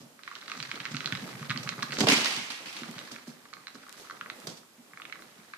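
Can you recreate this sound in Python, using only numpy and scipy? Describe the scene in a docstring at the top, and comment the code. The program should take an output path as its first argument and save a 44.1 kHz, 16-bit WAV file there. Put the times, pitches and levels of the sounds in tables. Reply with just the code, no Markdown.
"""Two puppies nose a hard, hollow plastic ball across a tiled kitchen floor.
From the start the ball rumbles, soft paws thud and scuff, and the shell ticks as it turns.
Soon a claw clicks on the tile. After two seconds the ball bumps into a wire gate:
its wooden frame booms and clacks, and its wires snap, jangle and ring.
As the gate dies away, the pups go on nudging the ball about, more quietly."""
import sys
import numpy as np
from scipy import signal
from scipy.io import wavfile

SR = 44100
rng = np.random.default_rng(int(sys.argv[2]) if len(sys.argv) > 2 else 0)


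def bounce(signal):
    """Save signal as a 16-bit WAV file at the path given by the first command-line argument."""
    frames = np.transpose(np.atleast_2d(signal))
    limited = np.clip(frames, -1, 1)
    pcm = np.round(limited * 32767).astype(np.int16)
    wavfile.write(sys.argv[1], SR, pcm)


N = 245637
TIME = np.arange(N) / SR

# the ball rolling up to the gate, then nudged about beside it: t/s, rumble level/dB, grit level/dB
ROLL_LEVELS = [
    (0.0, -56.5, -100), (0.264, -64.5, -55.5), (0.402, -58, -51), (0.692, -53.5, -48),
    (0.946, -54.5, -49.5), (1.074, -52, -49), (1.258, -48.5, -47.5), (1.418, -49.5, -50),
    (1.528, -50, -46.5), (1.9, -50, -51),
    (2.65, -54.5, -56.5), (3.04, -50.5, -49), (3.25, -58, -59.5), (3.49, -61.5, -64.5),
    (4.0, -58, -55.5), (4.29, -54.5, -61.5), (4.44, -49, -57.5), (4.53, -54, -68),
    (4.66, -64, -78), (4.95, -59.5, -67), (5.07, -56, -61), (5.57, -60.5, -61.5)]
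# the tone colour (how strong each pitch is) of pads or wood rubbing dully: f/Hz, level/dB
RUB_COLOUR = [(80, -40), (150, -16), (300, 1), (500, -3), (800, -5), (1500, -19), (4000, -62)]


def from_db(db):
    """Turn decibels into a number to multiply a sound by."""
    return 10 ** (np.asarray(db) / 20)


def rms_one(x):
    """Scale a signal so that its average strength (rms) is 1."""
    return x / np.sqrt(np.mean(x ** 2) + 1e-20)


def at_hz(points, hz):
    """Look up a pitch in a table, sliding between rows in even musical steps."""
    return np.interp(np.log(hz), np.log(np.array(points)[:, 0]), np.array(points)[:, 1])


def pan(db):
    """Gains for the two ears: positive dB leans left, negative leans right."""
    return rms_one(from_db(np.array([[db], [-db]]) / 2))


def add(out, s, sound):
    """Mix a sound into out, starting at s seconds."""
    i = max(0, round(s * SR))
    out[..., i:i + sound.shape[-1]] += sound[..., :max(0, out.shape[-1] - i)]


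def keep_part(x, hz, kind, order=2):
    """Keep the low part, the high part or a band of a sound; a higher order cuts more sharply."""
    sections = signal.butter(order, np.minimum(hz, .45 * SR), kind, fs=SR, output="sos")
    return signal.sosfilt(sections, x + 1e-18)


def wide_noise(colour, size=N, t60=None, balance=None):
    """Stereo noise of a given tone colour; a t60 table (seconds to fade by 60 dB) makes it die away."""
    # how alike the two ears' sound is: f/Hz, likeness (1 = the same)
    likeness = [(100, 0.8), (300, 0.73), (600, 0.42), (1100, 0.26), (2000, -0.22), (5000, 0), (15000, 0)]
    # which way each pitch usually leans: f/Hz, left over right/dB
    usual_balance = [(100, 0), (600, -2.5), (1300, -3), (2400, 2.5), (4300, -7.5), (8000, -2), (14000, -1)]
    edges = np.geomspace(25, 16000, 29)
    white, out, power = rng.standard_normal((2, 2, size)), 0, 0
    for k, (low, high) in enumerate(zip(edges, edges[1:])):
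        hz = np.sqrt(low * high)
        mid, side = keep_part(white[k % 2], [low, high], "band")
        alike = np.clip(at_hz(likeness, hz), -1, 1)
        band = np.sqrt(1 + alike) * mid + np.sqrt(1 - alike) * side * [[1], [-1]]
        band = band * from_db(at_hz(colour, hz)) * pan(at_hz(balance or usual_balance, hz))
        power += np.mean(band ** 2)
        fade = 1 if t60 is None else np.exp(-np.log(1000) * TIME[:size] / at_hz(t60, hz))
        out = out + band * fade
    return out / np.sqrt(power)


def struck(modes, t, vary_db, detune, in_step=False):
    """A struck thing rings at its own pitches (modes): one fading tone per row, new for each blow."""
    hz, db, t60 = np.transpose(modes)[:, :, None]
    strength, tuning, side = rng.standard_normal((3, len(modes), 1))
    direction = 1 if in_step else np.sign(side)
    tones = np.sin(2 * np.pi * hz * (1 + detune * tuning) * t)
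    return direction * from_db(db + vary_db * strength) * tones * np.exp(-np.log(1000) * t / t60)


def favour(modes, hz, focus_db):
    """Gains that favour the modes near hz, dropping by focus_db for each octave away."""
    return from_db(-focus_db * np.abs(np.log2(np.array(modes)[:, 0] / hz)))


def grains(per_s, spread_db, fall_s):
    """The flickering loudness of many tiny random touches of uneven size."""
    sizes = from_db(spread_db * np.minimum(rng.exponential(1, N), 3.2)) * (rng.random(N) < per_s / SR)
    power = signal.lfilter([1], [1, -np.exp(-2 / (fall_s * SR))], sizes ** 2 + 1e-18)
    return rms_one(np.sqrt(power))


def small_touches(column, over_db, spread_db, count):
    """Uneven times, with levels that follow the ball's rumble (column 1) or grit (column 2)."""
    curve = np.array(ROLL_LEVELS)
    times = (np.arange(count) + rng.random(count)) / count * TIME[-1]
    db = np.interp(times, curve[:, 0], curve[:, column]) + over_db
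    return times, db + spread_db * np.clip(rng.standard_normal(count), -2, 1)


def rolling(grit_db=1.5, smooth_db=-5, room_hiss_db=-60, roll_hiss_db=-4.5):
    """The dimpled ball rumbles and grates over the tiles; a faint hiss grows with the rumble."""
    # tone colours of the floor's rumble, the gritty grating and the hiss: f/Hz, level/dB
    rumble_colour = [(30, -36), (75, -20), (110, -6.5), (145, -1), (240, 4), (400, 1.5), (700, -0.5),
                     (1000, -4.5), (1800, -25.5)]
    grit_colour = [(500, -40), (900, -4), (1250, 0), (1900, 3), (2800, -2), (4200, -1), (6000, -7.5),
                   (8000, -17), (12000, -45)]
    hiss_colour = [(30, -3), (150, -32), (1000, 9), (5000, 4), (8000, 4), (11000, 0.5), (15000, -3)]
    s, *levels = np.transpose(ROLL_LEVELS)
    rumble, grit = [from_db(np.interp(TIME, s, db)) for db in levels]
    hiss = np.hypot(from_db(room_hiss_db), from_db(roll_hiss_db) * rumble)
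    lumps = rms_one(np.hypot(from_db(smooth_db), grains(per_s=70, spread_db=2.5, fall_s=0.042)))
    rumbling = rumble * wide_noise(rumble_colour) * lumps
    grating = grit * wide_noise(grit_colour) * grains(per_s=410, spread_db=0.5, fall_s=0.0055)
    return rumbling + from_db(grit_db) * grating + hiss * wide_noise(hiss_colour)


def paw_thuds(soft_s=0.0045, focus_db=18, level_db=-3):
    """A soft pad swings the floor a few times, most strongly near the pitch of that step."""
    # the heavy footfalls: t/s, level/dB, f/Hz
    heavy_steps = [(0.002, -42.5, 179), (0.03, -42, 176), (0.565, -39, 240), (0.585, -38, 145),
                   (0.68, -42, 141), (0.738, -38, 255), (0.8, -41.5, 136), (0.908, -34, 170),
                   (0.935, -31, 147), (0.942, -29.5, 215), (1.05, -34.5, 140), (1.123, -25, 146),
                   (1.222, -29.5, 167), (1.305, -49, 151), (1.345, -32, 148), (1.41, -30, 162),
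                   (1.495, -24.5, 136), (1.55, -30, 196), (1.59, -30, 127), (1.655, -28.5, 136),
                   (1.715, -38, 144), (1.78, -34, 148), (1.826, -30, 185), (1.895, -33.5, 146),
                   (1.955, -35, 232), (1.98, -30, 237), (2.37, -33, 222), (2.815, -31, 221),
                   (2.885, -30, 214), (2.96, -36, 178), (3.121, -36.5, 202), (3.272, -32.5, 213),
                   (3.751, -39, 265), (4.215, -45.5, 169), (4.471, -36, 152), (4.497, -34.5, 332),
                   (4.781, -44, 213), (5.21, -45, 260), (5.385, -44.5, 210)]
    # the tones of the floor under a paw: f/Hz, level/dB, t60/s
    floor_modes = [(129, -9, 0.15), (145.3, -1, 0.083), (170, -9, 0.12), (216.6, -2, 0.091),
                   (251.5, -5.5, 0.11), (309, 3.5, 0.04), (377, -4.5, 0.057), (548, 2, 0.068)]
    out, t = np.zeros(N), TIME[:SR // 6]
    for s, db, hz in [*heavy_steps, *light_steps()]:
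        swing = favour(floor_modes, hz, focus_db) @ struck(floor_modes, t, vary_db=3, detune=0.04)
        swing *= 1 - np.exp(-t / soft_s)
        add(out, s, from_db(db + level_db) * swing / np.abs(swing).max())
    return keep_part(out, 110, "high", order=5) * pan(-1.5)


def light_steps(trot_s=(0.63, 2.3), trot_hz=145, shuffle_hz=253, stray_octaves=0.58):
    """Rows of lighter steps; trotting paws land with full weight and thud deeper than shuffling ones."""
    s, db = small_touches(column=1, over_db=2, spread_db=-3, count=70)
    hz = np.where((trot_s[0] < s) & (s < trot_s[1]), trot_hz, shuffle_hz)
    return np.column_stack([s, db, hz * 2 ** (stray_octaves * rng.standard_normal(len(s)))])


def scuffs(rise_share=0.22):
    """Each slide is a short swell of friction: fur hisses, pads rub dully, an airy swish lies on top."""
    # paws and coats sliding: t/s, hiss level/dB, rub level/dB, swish level/dB, length/s
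    slides = [(.003, -49.5, -49, -70, 0.023), (0.565, -45.5, -53, -67, .032), (0.899, -44, -61, -65, 0.086),
              (1.629, -39, -63, -57, 0.013), (1.828, -32.5, -49, -43, 0.0063),
              (1.917, -39.5, -44.5, -60, 0.054), (1.977, -31.5, -37.5, -57, 0.063),
              (3.111, -43.5, -51, -53, 0.029), (3.268, -49, -50, -55.5, 0.037),
              (3.745, -49.5, -48.5, -65, 0.014), (3.962, -51, -54, -55.5, 0.08),
              (4.468, -37, -42, -60, 0.016), (4.487, -42.5, -45.5, -65, 0.04),
              (4.569, -52, -63, -61, 0.023), (5.195, -64, -54, -59, 0.044)]
    # the tone colour of sliding fur: f/Hz, level/dB
    fur_colour = [(300, -12), (800, -11), (1200, -2), (2500, -3), (4500, 3.5), (6500, 2), (10000, -20.5),
                  (15000, -28)]
    effort = np.zeros((3, N))
    for s, hiss_db, rub_db, swish_db, length in slides:
        rise, fall = rise_share * length, (1 - rise_share) * length
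        swell = np.minimum(TIME / rise, 1) * np.exp(-np.maximum(TIME - rise, 0) / fall)
        add(effort, s, from_db([[hiss_db], [rub_db], [swish_db]]) * swell)
    hiss, rub, swish = effort
    friction = hiss * wide_noise(fur_colour) + rub * wide_noise(RUB_COLOUR)
    friction *= grains(per_s=3700, spread_db=14, fall_s=0.0041)
    air = rms_one(keep_part(rng.standard_normal((2, N)), [4500, 12500], "band", order=1))
    return friction + swish * air


def faint_ticks(bright_db=-12, knock_hz=1550, stray_octaves=0.2):
    """Rows of small random ticks for ball_ticks, louder the harder the ball grates."""
    s, db = small_touches(column=2, over_db=4, spread_db=-2, count=170)
    bright, pitch = rng.standard_normal((2, len(s)))
    return np.column_stack([s, db, bright_db + 5 * bright, knock_hz * 2 ** (stray_octaves * pitch)])


def ball_ticks(scatter_db=-5.5, scatter_s=0.0043, scratch_db=-10, scratch_s=0.0006, skip_db=-16):
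    """A sharp touch on the tile rings the ball's shell briefly; some ticks are dull, some bright."""
    # the clear ticks: t/s, level/dB, click over knock/dB, knock f/Hz
    clear_ticks = [(0.1916, -47.5, -21, 1500.0), (0.2348, -47.5, 2, 1910), (0.2769, -35.0, -11, 1510),
                   (0.3139, -38.5, -17, 1420.0), (0.3534, -49.5, 10, 1980.0), (0.4137, -53, 8, 1310.0),
                   (0.4799, -44, 3, 1820), (0.4993, -38.5, -2.0, 1780.0), (0.5174, -32, -3.5, 1750),
                   (0.6024, -40, 5.5, 1830), (0.6273, -40, 7.5, 1800), (0.652, -41, -12, 1600),
                   (0.7149, -31.0, -3, 1720), (0.7572, -46.5, 8.5, 1670.0), (0.7615, -43, -12, 1600),
                   (0.8025, -35.0, -4.5, 2210), (0.8538, -31.5, -5, 1980), (0.861, -34.5, -12.0, 1730),
                   (0.9462, -34, -10, 1860), (0.9677, -38.5, 6.5, 1910), (1.006, -34, -3.5, 1890),
                   (1.045, -38, -2, 1760), (1.0591, -38, 13, 1920.0), (1.0743, -34.0, -2, 1600),
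                   (1.124, -29, -1, 1670), (1.1515, -34.0, -0.5, 1870), (1.1728, -42, 1.5, 1680),
                   (1.4279, -37.5, -7.0, 1510.0), (1.4971, -34.5, 0.5, 1910), (1.5042, -27, -7, 1840.0),
                   (1.5108, -29.5, -4.5, 1840), (1.5155, -33, -18, 1400), (1.561, -34.5, -10, 1680),
                   (1.5751, -46.5, 16, 2350.0), (1.6747, -32.5, -16, 1880), (1.6911, -31, 3, 1830.0),
                   (1.7235, -36.5, -11, 1400), (1.7912, -37, -20, 1430), (1.8245, -32.5, 0, 1860),
                   (1.8285, -27, -2.5, 1350), (1.9075, -39, -3, 1880), (1.9213, -36, 0.5, 1950),
                   (1.9263, -35, -7, 1950.0), (1.9311, -34, -13, 2050), (1.9695, -33.5, -7.0, 2020),
                   (2.8338, -38, -4, 1660.0), (2.9828, -41.5, 1.0, 1730), (2.9902, -43.5, 5, 2100.0),
                   (3.1619, -40, -10, 1760), (3.1846, -46.5, -15, 1620.0), (3.4545, -49.5, -9.0, 1450.0),
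                   (3.5301, -43, -20.0, 1350.0), (3.5365, -41.5, 1.5, 1600), (3.5686, -46.5, -16, 1420),
                   (3.67, -40.0, 2.0, 1560), (3.6815, -44, -1, 1600), (3.7538, -46, -5, 1460),
                   (3.8663, -47, -22, 1360), (3.8841, -47, -16, 1500.0), (4.0983, -36.5, -14, 1330),
                   (4.1091, -36.5, -9, 1430), (4.1505, -52, -15, 1350), (4.1716, -54, -8.0, 1510.0),
                   (4.2111, -32, -13.5, 1840), (4.2603, -39.5, -21, 1590.0), (4.3, -34.0, -3.5, 1780),
                   (4.418, -48, -19, 1400), (4.632, -56, -12, 1400), (4.9344, -44.5, -27.5, 1530.0),
                   (4.9737, -40.5, -15.0, 1570), (4.9993, -41.5, -21.0, 1560.0),
                   (5.0191, -40.5, -5.5, 1870.0), (5.0527, -40, -7, 1880), (5.0977, -46, -19, 1850),
                   (5.1248, -34.5, -10, 1940), (5.1562, -44, -13.0, 1690.0), (5.1921, -47.5, -19, 1320),
                   (5.2221, -47, -3, 1570), (5.536, -36.0, -15, 1700)]
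    # the tones of the hollow shell: f/Hz, level/dB, t60/s
    shell_modes = [(1280, -2, 0.013), (1540, 2.5, 0.0059), (2075, 3.5, 0.005), (2540, 8.5, 0.002),
                   (3370, -3.5, 0.0031), (4036, 4, 0.0045), (4680, -6.5, 0.0017), (5500, -10.5, 0.0045),
                   (6500, -28, 0.0021)]
    out, t = np.zeros((2, N)), TIME[:SR // 25]
    upper, attack = np.array(shell_modes)[:, 0] > 2800, SR // 250
    scatter_fade = np.exp(-t / scatter_s) * np.sqrt(2 / (scatter_s * SR))
    scratch_fade = np.exp(-t / scratch_s) * np.sqrt(2 / (scratch_s * SR))
    for s, db, bright_db, knock_hz in [*clear_ticks, *faint_ticks()]:
        tones = struck(shell_modes, t, vary_db=2.5, detune=0.05, in_step=True)
        # the low tones make a hollow knock, the high ones a click
        low_tones = (favour(shell_modes, knock_hz, focus_db=12) * ~upper) @ tones
        knock_band = [np.clip(0.65 * knock_hz, 1090, 1400), max(1500, 1.53 * knock_hz)]
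        knock = keep_part(low_tones, knock_band, "band", order=4)
        click = keep_part(upper @ tones, [2300, 7800], "band", order=3)
        # floor, legs and furniture scatter the tick differently to each ear
        paths = from_db(scatter_db) * rng.standard_normal((2, len(t))) * scatter_fade
        # the dimples catch on the tile, so each touch is a tiny scratch
        contact = from_db(scratch_db) * rng.standard_normal(len(t)) * scratch_fade
        contact[0] += 1
        add(paths[0], 0.00007, contact)  # the left ear hears it slightly later
        add(paths[1], 0, contact)
        # the shell skips and touches again a moment later
        add(paths, rng.uniform(0.004, 0.0097), from_db(skip_db + 1.9 * rng.standard_normal()) * paths)
        for part, gain_db, side_db in ((knock, 0, -3), (click, bright_db, -7.5)):
            ring = signal.fftconvolve(part[None], paths, axes=1)
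            ring /= np.sqrt(np.mean(ring[:, :attack] ** 2))
            add(out, s, from_db(db + gain_db) * pan(side_db) * ring)
    return out


def claw_clicks(low_hz=2200, top_hz=9500, level_db=1):
    """A hard claw tip on hard tile gives one tiny bright pulse."""
    # claws landing: t/s, level/dB, left over right/dB
    clicks = [(0.79, -38, 4), (1.2005, -42, -9), (1.277, -33, -8), (2.728, -33, 20), (2.9123, -29.5, -15),
              (3.879, -39, 18), (3.8943, -28.5, 18), (3.9269, -27.5, -17), (4.4018, -33.5, -9),
              (4.472, -24.5, -19)]
    out, touch = np.zeros((2, N)), np.zeros(SR // 200)
    touch[0] = 1
    snap = keep_part(keep_part(touch, low_hz, "high"), top_hz, "low")
    for s, db, side_db in clicks:
        add(out, s, from_db(db + level_db) * snap / np.abs(snap).max() * pan(side_db))
    return out


def gate(thump_s=0.0077, hum_db=-17, wood_s=0.075, clack_s=0.0068, chatter_s=0.072, ring_t60=0.91):
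    """Each blow booms in the frame, clacks, and leaves the wire mesh ringing and chattering."""
    # blows on the gate: t/s, frame level/dB, boom f/Hz, clack level/dB, wire level/dB
    blows = [(2.006, -17, 236, -18.5, -35.5), (2.03, -24.5, 402, -35, -51), (2.037, -20.5, 142, -38, -57),
             (2.0698, -19.5, 478, -19, -27.5), (2.0854, -23, 201, -14.5, -22), (2.098, -30, 240, -31, -26),
             (2.117, -17.5, 276, -27, -25.5), (2.166, -31, 230, -24, -33.5), (2.21, -36, 262, -28, -40),
             (2.2456, -48, 200, -24.5, -35), (2.258, -62, 600, -21.5, -31.5), (2.307, -63, 600, -32, -35),
             (2.363, -60, 496, -36, -36), (2.503, -47, 260, -31, -38), (2.658, -50, 224, -41, -40.5),
             (2.728, -67, 300, -42, -44), (2.766, -66, 298, -32, -43.5)]
    # the tones of the wooden frame and of single wires: f/Hz, level/dB, t60/s
    frame_modes = [(129, -6, 0.19), (148.4, -2.5, 0.2), (169, -5, 0.2), (206.5, -1, 0.36), (232, -2, 0.39),
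                   (276.5, 0.5, 0.37), (309, -5.5, 0.27), (382, -1, 0.25), (456, -0.5, 0.26),
                   (572, -2, 0.13), (632, 4.5, 0.16), (712, 1, 0.38), (810, 6, 0.16), (920, 8, 0.1),
                   (1130, 7, 0.25)]
    wire_modes = [(1285, 4, 0.8), (1905, 3, 1.6), (1987, 6, 0.8), (2090, 7, 0.8), (2112, 7, 0.7),
                  (2377, 4, 1.0), (2865, 3, 0.9), (2980, 6, 0.9), (3035, 4, 0.6), (4010, 6, 0.6),
                  (4113, 8, 0.65), (4256, 6, 0.8), (4350, 8, 0.55), (4592, 5, 0.85), (4729, 9, 0.5),
                  (5062, 3, 0.6), (6918, -4, 1.2)]
    # tone colours of the mesh and the clack: f/Hz, level/dB
    wire_colour = [(200, -31), (500, -9), (1100, -1), (1500, -3), (2050, -0.5), (2500, 4), (2950, 1.5),
                   (3500, -2), (4400, -1), (6000, -6), (8500, -11.5), (11000, -15), (15000, -35)]
    clack_colour = [(80, -39), (200, -14), (500, -27), (1200, 7), (2500, 6.5), (4600, 9), (7000, -11),
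                    (10000, -14), (15000, -28)]
    # which way the gate's sound leans: f/Hz, left over right/dB
    sides = [(100, -1), (600, 0.5), (1300, -4), (2400, 2), (4300, -7.5), (8000, -7), (14000, -31)]
    frame, clack, shake, knock, shimmer = np.zeros((5, N))
    mesh, t = np.zeros((2, N)), TIME[:SR]
    # loose joints soak up most of a thump at once; a weaker hum rings on
    joints = (np.exp(-t / thump_s) + from_db(hum_db)) * (1 - np.exp(-t / 0.0043))
    for s, frame_db, boom_hz, clack_db, wire_db in blows:
        singing = np.array([struck(wire_modes, t, vary_db=2.5, detune=0.0006).sum(0) for ear in mesh])
        frame_tones = struck(frame_modes, t, vary_db=1.5, detune=0.008)
        boom = joints * (favour(frame_modes, boom_hz, focus_db=14) @ frame_tones)
        add(frame, s, from_db(frame_db - 6.5) * boom / np.std(boom[:SR // 50]))
        add(mesh, s, from_db(wire_db - 29) * singing * pan(-17))
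        # fading loudness curves for the noises below; the squared ones add up as power
        add(knock, s, (from_db(frame_db - 14) * np.exp(-t / wood_s)) ** 2)
        add(clack, s, from_db(clack_db) * np.exp(-t / clack_s))
        add(shake, s, (from_db(wire_db) * np.exp(-t / chatter_s)) ** 2)
        add(shimmer, s, from_db(wire_db - 2 - 60 * t / ring_t60) ** 2)
    # countless close wire tones blur into a shimmer
    blur = keep_part(wide_noise(wire_colour, balance=sides), [500, 9000], "band", order=1)
    mesh += np.sqrt(shimmer) * blur
    # crossing wires buzz finely, and now and then snap hard against each other
    buzz = from_db(-5.5) * grains(per_s=280, spread_db=4, fall_s=0.0062)
    snaps = from_db(-6) * grains(per_s=75, spread_db=3, fall_s=0.0032)
    chatter = np.sqrt(shake) * np.hypot(buzz, snaps) * wide_noise(wire_colour, balance=sides)
    # the wooden panels rattle against each other
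    rattle = np.sqrt(knock) * grains(per_s=260, spread_db=-2.5, fall_s=0.0031) * wide_noise(RUB_COLOUR)
    wood = frame * pan(-2.3) + rattle + clack * wide_noise(clack_colour, balance=sides)
    wood = keep_part(wood, 123, "high", order=3)  # an open frame gives off almost no deep bass
    return wood + mesh + chatter + wire_jangles(shake, start_s=blows[0][0])


def wire_snaps(fall_s=0.0019, band_hz=(3200, 7000)):
    """A loose wire whips back against its neighbour: a brief, bright crack."""
    # wires snapping back as the gate shakes: t/s, level/dB
    snaps = [(2.006, -20), (2.088, -19), (2.1332, -20), (2.177, -24), (2.2465, -23), (2.273, -32),
             (2.3653, -27), (2.7264, -49)]
    force = np.zeros(N)
    for s, db in snaps:
        add(force, s, from_db(db) * np.exp(-TIME[:SR // 20] / fall_s))
    return force * rms_one(keep_part(rng.standard_normal((2, N)), band_hz, "band")) * pan(-6)


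def wire_jangles(shake, start_s, length_s=0.85, low_hz=1900, top_hz=7500, ring_t60=0.047, count=70):
    """Wires tap one another at random while the gate shakes; each tap rings on five random pitches."""
    out, t = np.zeros((2, N)), TIME[:SR // 8]
    for s in start_s + (np.arange(count) + rng.random(count)) / count * length_s:
        octaves = rng.random(5) * np.log2(top_hz / low_hz)
        modes = [(low_hz * 2 ** up, -4 * up, ring_t60) for up in octaves]  # higher tones are weaker
        tap = np.array([struck(modes, t, vary_db=3, detune=0).sum(0) for ear in out])
        strength = from_db(-1 + 3 * rng.uniform(-2, 1)) * np.sqrt(shake[round(s * SR)])
        add(out, s, strength * tap * pan(-4))
    return out


def kitchen(x, echo_db, build_s=0.0029):
    """Hard walls answer a sound with a short, dense wash of echoes."""
    # how long the room rings: f/Hz, t60/s
    ring_times = [(100, 0.23), (300, 0.33), (1500, 0.37), (4000, 0.29), (12000, 0.29)]
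    flat = [(100, 0), (15000, 0)]
    tail = wide_noise(flat, size=SR // 2, t60=ring_times, balance=flat)
    tail *= 1 - np.exp(-TIME[:SR // 2] / build_s)
    tail /= np.sqrt(np.sum(tail ** 2) / 2)
    return x + from_db(echo_db) * signal.fftconvolve(x, tail, axes=1)[:, :N]


def scene():
    """Mix the sharp and the soft sounds, each with its echo, then add the gate and the rolling."""
    sharp = kitchen(ball_ticks() + claw_clicks() + wire_snaps(), echo_db=-8.5)
    soft = kitchen(paw_thuds() + scuffs(), echo_db=-5.5)
    return sharp + soft + gate() + rolling()


def record(dry):
    """Cut away the highest treble steeply, above 14700 Hz."""
    return signal.sosfilt(signal.ellip(12, .1, 90, 14700, fs=SR, output="sos"), dry)


dry = scene()
out = record(dry)
bounce(out)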